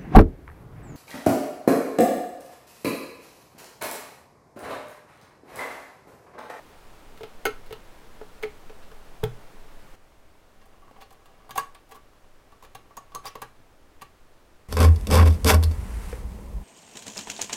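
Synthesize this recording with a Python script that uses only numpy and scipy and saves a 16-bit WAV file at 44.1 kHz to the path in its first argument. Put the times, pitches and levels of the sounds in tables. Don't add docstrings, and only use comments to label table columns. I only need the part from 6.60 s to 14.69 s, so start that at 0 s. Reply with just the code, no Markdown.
import sys
import numpy as np
from scipy import signal
from scipy.fft import rfft, irfft
from scipy.io import wavfile
from scipy.ndimage import uniform_filter1d

SR = 44100
rng = np.random.default_rng(int(sys.argv[2]) if len(sys.argv) > 2 else 0)


def amplitude_ratio(level_db):
    exponent = np.asarray(level_db, float) / 20
    return 10 ** exponent


def log_audio(samples):
    frames = np.atleast_2d(samples).T
    limited = np.clip(frames, -1, 1)
    pcm = np.round(limited * 32767).astype(np.int16)
    wavfile.write(sys.argv[1], SR, pcm)


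N = 356592


def rms_one(x):
    return x / np.sqrt(np.mean(x ** 2) + 1e-20)


def in_time(rows):
    time_s, level_db = np.transpose(rows)
    return amplitude_ratio(np.interp(np.arange(N) / SR, time_s, level_db))


def ring(force, hz, t60_s):
    radius = amplitude_ratio(-60 / (t60_s * SR))
    turn = 2 * np.pi * hz / SR
    return signal.lfilter([0, np.sin(turn)], [1, -2 * radius * np.cos(turn), radius ** 2], force + 1e-18)


def coloured(spectrum):
    hz, level_db = np.transpose(spectrum)
    grid_hz = np.maximum(np.fft.rfftfreq(N, 1 / SR), 1)
    gain = amplitude_ratio(np.interp(np.log(grid_hz), np.log(hz), level_db))
    return rms_one(irfft(rfft(rng.standard_normal(N)) * gain, N))


# pitch_hz [Hz], level_db [relative dB per Hz]
TABLE_HISS = [(24, -63), (40, -0.5), (92, -10), (341, -11), (377, -13), (427, -9.5), (550, -12),
              (933, -13.5), (5870, -30), (14500, -35.5), (16500, -36)]
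# pitch_hz [Hz], level_db [relative dB per Hz]
POST_HISS = [(24, -38), (40, 7), (168, -7), (293, -4.5), (438, -5), (656, -6), (707, -8.5), (1230, -10.5),
             (3290, -20), (14200, -30.5), (16500, -31)]
# time_s [s], level_db [dB rms]
RUMBLE_LEVEL = [(0, -51), (.6, -42.5), (3.33, -43), (3.4, -53), (8.09, -54.5)]


def air():
    move_s, table_hiss_db, post_hiss_db = 3.357, -52, -58.5
    at_table = np.arange(N) < move_s * SR
    table_hiss = amplitude_ratio(table_hiss_db) * coloured(TABLE_HISS)
    post_hiss = amplitude_ratio(post_hiss_db) * coloured(POST_HISS)
    hiss = np.where(at_table, table_hiss, post_hiss)
    rumble = coloured([(1, -8), (3.0, 6), (17, 7.5), (34, -15.5), (44, -46), (90, -58), (200, -120)])
    return hiss + in_time(RUMBLE_LEVEL) * rumble


# [s, before grip]
FLANGE_MODES = [(3490, -4, 0.019), (4780, -8, 0.05), (6450, -5, .04), (8850, -23, 0.013),
                (12200, -7, 0.029), (13600, -16, 0.022)]
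# start_s [s], end_s [s]
FREE_MOMENTS = [(.8, .9), (1.8, 1.9), (4.0, 4.7), (4.97, 5.5), (6.53, 6.6)]


def struck(events, modes, splits_hz, main, level_db, chatter_ms, swell, body_db, grit_db, crack_db,
           crack_hz, scatter_db):
    firm_db, soft_chatter_db_per_db = -21.5, 0.25
    free_share, held_share = 0.76, 0.49
    flutter = 3.7
    size = 8192
    t = np.arange(size) / SR
    modes = modes + FLANGE_MODES
    hz, mode_db, t60_s = np.transpose(modes)[:, :, None]
    group = np.searchsorted(splits_hz, hz)
    luck = rng.standard_normal((len(events), 4, len(modes), 1))
    grit = rng.standard_normal((len(events), 3, size))
    clumps = np.minimum(rng.exponential(1, (len(events), 1, size // 32)), 2.5)
    grit = grit * (0.8 + np.repeat(clumps, repeats=32, axis=2))
    body = signal.butter(2, [350, splits_hz[1]], "band", fs=SR, output="sos")
    middle = signal.butter(2, splits_hz[1:], "band", fs=SR, output="sos")
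    treble = signal.butter(1, crack_hz, "band", fs=SR, output="sos")
    wobble = uniform_filter1d(rng.standard_normal((len(modes), 4 * size)), size=150, axis=1)
    rough = 1 + flutter * wobble
    out = np.zeros((2, N + size))
    for (start_s, db, second_db, middle_db, treble_db), grains, chance in zip(events, grit, luck):
        at = round(start_s * SR)
        chatter_s = chatter_ms / 1000 * amplitude_ratio(soft_chatter_db_per_db * (firm_db - db))
        group_db = np.insert([second_db, middle_db, treble_db], main, 0)[group]
        spread_db = scatter_db * chance[0] * (0.5 + 0.5 * (group > 1))
        strength = amplitude_ratio(group_db + mode_db + spread_db)
        pitch_hz = hz * (1 + 0.0062 * chance[1])
        free = any(a < start_s < b for a, b in FREE_MOMENTS)
        held_t60_s = t60_s * amplitude_ratio(chance[2]) * (free_share if free else held_share)
        fade = amplitude_ratio(-60 * (t / held_t60_s) ** 1.286)
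        rise = (1 - np.exp(-t / (swell * chatter_s))) ** 2
        roughness = rough[:, at % (3 * size):][:, :size]
        sines = np.sin(2 * np.pi * (pitch_hz * t + chance[3]))
        tones = np.sum(strength * fade * roughness * sines, axis=0) * rise
        grains = grains * np.exp(-t / chatter_s) * (1 - np.exp(-t / 0.0013))
        noise = amplitude_ratio(middle_db + grit_db) * signal.sosfilt(middle, grains[0])
        crack = grains[1] * np.exp(-0.3 * t / chatter_s)
        noise += amplitude_ratio(treble_db + crack_db) * signal.sosfilt(treble, crack)
        noise += amplitude_ratio(body_db) * signal.sosfilt(body, grains[2])
        out[:, at:at + size] += amplitude_ratio(db + level_db) * np.array([tones, noise])
    return out[:, :N]


# start_s [s], level_db [dB of hollow tone, before the layer level], then relative to it
# second_db [dB, second tone], middle_db [dB, middle modes], treble_db [dB]
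SPOOL_TAPS = [(0.573, -43, -22, -6, -10), (0.607, -20.5, -21, -26, -35), (0.632, -19.5, -35, -15.5, -28),
              (0.853, -13.5, -4.5, -9, -4.5), (0.864, -14.5, -21, -11.5, -15), (1.06, -44.5, -22, -4.5, -8),
              (1.107, -24.5, -24, -19, -28), (1.125, -25, -22, -12.5, -17), (1.612, -22.5, -38, -25, -39),
              (1.826, -29.5, 0.5, -10, -10), (1.833, -20.5, -11, -14, -22), (2.096, -27, -33, -20.5, -31),
              (2.225, -45, -23, -4.5, -24), (2.314, -29.5, -15, -22, -29), (2.631, -15, -23, -50, -45),
              (2.636, -15.5, -6.5, -18.5, -16)]
# [s, before grip]
TABLE_MODES = [(268.5, -24.5, 0.13), (429.7, 3, 0.071), (498, -17, 0.093), (574.5, -7.5, 0.019),
               (753, 25.5, 0.0097), (790, -8.5, 0.14), (1312, 6, 0.072), (1490, 18, 0.02), (1827, 8, 0.02),
               (2166, 8.5, 0.043), (2530, -4, 0.057), (2960, 31.5, 0.0068)]


def table_taps():
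    return struck(SPOOL_TAPS, TABLE_MODES, splits_hz=[600, 1100, 4000], main=0, chatter_ms=5.1, level_db=-2.0,
                  swell=0.87, body_db=-4.5, grit_db=4.0, crack_db=0.0, crack_hz=[9000, 19000], scatter_db=2.5)


# [dB, before the board's modes]
HAND_PUSHES = [(1.118, -52), (2.636, -25), (6.151, -54.5), (6.82, -49), (6.999, -58)]
# pitch_hz [Hz], level_db [dB], t60_s [s]
BOARD_MODES = [(33.2, -9.5, 0.34), (75, -41, 0.059), (119.5, 2.5, 0.31), (152.4, 1.5, 0.17),
               (179, -8.5, 0.22)]


def thuds():
    contact_ms = 0.58
    tap_push_db, click_push_db = -54.5, -52
    push_follows = 0.8
    pushes = np.zeros(N)
    for start_s, level_db in HAND_PUSHES:
        pushes[round(start_s * SR)] = amplitude_ratio(level_db)
    for rows, push_db in [(SPOOL_TAPS, tap_push_db), (SPOOL_CLICKS, click_push_db)]:
        for start_s, level_db, *_ in rows:
            pushes[round(start_s * SR)] += amplitude_ratio(push_db + push_follows * (level_db + 19.5))
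    r = np.exp(-1000 / (contact_ms * SR))
    pushes = signal.lfilter([(1 - r) ** 2], [1, -2 * r, r * r], pushes + 1e-18)
    return sum(amplitude_ratio(mode_db) * ring(pushes, hz, t60_s) for hz, mode_db, t60_s in BOARD_MODES)


def room(x):
    t60_s, level_db, wall_hz, low_cut_hz = 0.26, -7.5, 3760, 295
    t = np.arange(SR // 2) / SR
    slow, fast = rng.standard_normal((2, len(t))) * (t > 0.004)
    slow = signal.lfilter(*signal.butter(1, wall_hz, fs=SR), slow) * amplitude_ratio(-60 * t / t60_s)
    tail = slow + fast * amplitude_ratio(-60 * t / (0.28 * t60_s))
    tail = signal.lfilter(*signal.butter(1, low_cut_hz, "high", fs=SR), tail)
    tail = tail / np.sqrt(np.sum(tail ** 2))
    return amplitude_ratio(level_db) * signal.fftconvolve(x, tail)[:N]


# start_s [s], pitch_hz [Hz],
# level_db [dB, before roughening], t60_s [s]
SINGLE_TONES = [(.856, 6300, -39, .08), (1.125, 2870, -38, 0.045), (1.833, 2166, -26, 0.036),
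                (2.638, 3350, -21.5, 0.013), (4.311, 520, -39, .022), (4.426, 4360, -61, 0.18),
                (4.909, 6200, -54, 0.11), (5.146, 8850, -43, 0.018), (6.37, 6620, -44.5, 0.081),
                (6.549, 6460, -36.5, 0.049), (6.663, 4780, -34.5, 0.065), (6.679, 5700, -37, 0.043),
                (6.755, 13500, -39, .017)]


def pings():
    out = np.zeros(N)
    t = np.arange(N // 40) / SR
    flutter = uniform_filter1d(rng.standard_normal((len(SINGLE_TONES), len(t))), size=60, axis=1)
    for (start_s, pitch_hz, level_db, t60_s), rough in zip(SINGLE_TONES, flutter):
        at = round(start_s * SR)
        tone = np.sin(2 * np.pi * pitch_hz * t) * (1 + 7.7 * rough) * (1 - np.exp(-t / 0.00082))
        out[at:at + len(t)] += amplitude_ratio(level_db - 60 * t / t60_s) * tone
    return out


# time_s [s], level_db [dB rms]
RUBBING_LEVEL = [(0, -90), (3.9, -72.5), (4.25, -67.5), (4.4, -57.5), (4.55, -62), (4.8, -62.5), (5.0, -61),
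                 (5.8, -71.5), (6.5, -66.5), (7.2, -71.5), (8.09, -88)]
# [s, before grip or rubbing]
POST_MODES = [(236, -7.5, 0.072), (450, -2, 0.067), (785, 7.5, 0.069), (958, -40, 0.013),
              (1030, 13.5, 0.025), (1139, -1, 0.1), (1643, -5.5, 0.091), (1953, -3, 0.043),
              (2180, -3.5, 0.042), (2790, 0, 0.047), (3150, -19, 0.024)]


def rubbing():
    clumps = np.repeat(rng.exponential(1, N // 900 + 1), repeats=900)[:N]
    hits = rng.random(N) < 2000 * clumps / SR
    grains = hits * rng.standard_normal(N) * rng.exponential(1, N)
    rub = sum(amplitude_ratio(mode_db) * ring(grains, hz, 0.5 * t60_s) for hz, mode_db, t60_s in POST_MODES)
    return in_time(RUBBING_LEVEL) * rms_one(rub)


# start_s [s], level_db [dB of ring, before the layer level], then relative to it
# lower_db [dB, lower tone], middle_db [dB, middle modes], treble_db [dB]
SPOOL_CLICKS = [(4.014, -44, -17, -5, -24), (4.056, -51, 8.5, -25, -6), (4.22, -42.5, -11, -24, -26),
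                (4.277, -39, -22, -32, -34), (4.375, -44.5, 6.5, -28, -17), (4.505, -45, 5, -5, -8),
                (4.524, -43, -10, -21, -8), (4.657, -43, -20, -7, -9), (4.892, -27.5, -10, -31, -17),
                (4.907, -23, -12, -7.5, -8.5), (4.977, -15.5, -12, -5, -3), (4.99, -22, -30, -12, -2.5),
                (5.147, -37.5, -16, -4, -13), (5.29, -55, 10, -17, -1), (5.92, -37.5, -5, -15, -20.5),
                (6.024, -34, -3, -18, -13.5), (6.149, -28.5, -5.5, -3.5, -7), (6.306, -37, -19, -27, -28.5),
                (6.368, -29, -22, -33, -5.5), (6.372, -21, -16, -21.5, -24), (6.518, -39, -9, -7, -21),
                (6.542, -32, -10, -26, -21), (6.548, -26.5, -29, -36, -2), (6.555, -22, -19, -39, -20.5),
                (6.654, -21.5, -16, -11, -7), (6.753, -22.5, -4.5, -13, -18), (6.817, -23.5, -7, -7, -6.5),
                (6.825, -24, -11, -11, -17), (7.412, -39, 4, -2, -15), (7.418, -25.5, -6, -8.5, -9)]


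def post_clicks():
    return struck(SPOOL_CLICKS + slides(), POST_MODES, splits_hz=[900, 1400, 4000], main=1, chatter_ms=4.42,
                  level_db=-6.0, swell=0.86, body_db=0.5, grit_db=3.5, crack_db=1.0, crack_hz=[4500, 17000],
                  scatter_db=4.5)


# start_s [s], length_s [s], level_db [dB of ring, before spread and layer level],
# then relative to the ring middle_db [dB, middle modes], treble_db [dB]
POST_SLIDES = [(4.403, 0.026, -48, -2.5, -9.5), (4.952, 0.023, -27.5, -9, -8), (5.305, .018, -44, -7, -9),
               (5.342, .024, -43, -12, -11.5), (6.034, 0.021, -45, -9, -13), (6.636, 0.015, -35, -8, -18),
               (6.656, .03, -33, -2.5, -5.5)]


def slides():
    lower_db, uneven_db = -2, 7.5
    luck = rng.random((len(POST_SLIDES), 5, 2))
    contacts = []
    for (start_s, length_s, level_db, middle_db, treble_db), row in zip(POST_SLIDES, luck):
        for k, (late, size) in enumerate(row):
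            contact_s = start_s + length_s * (k + 0.6 * late) / 5
            contact_db = level_db + uneven_db * (2 * size - 1)
            contacts.append((contact_s, contact_db, lower_db, middle_db, treble_db))
    return contacts


def scene():
    rings, noise = table_taps() + post_clicks()
    rings = rings + pings() + thuds() + rubbing()
    room_feed = noise + amplitude_ratio(-6) * rings
    return (rings + noise + room(room_feed) + air())[None]


def band_limit(x):
    return signal.sosfilt(signal.butter(12, 16810, fs=SR, output="sos"), x)


def record(dry):
    top_cut = signal.cheby2(12, 60, 16950, fs=SR, output="sos")
    mix = signal.sosfilt(top_cut, dry)
    return band_limit(mix)


dry = scene()
out = record(dry)
log_audio(out)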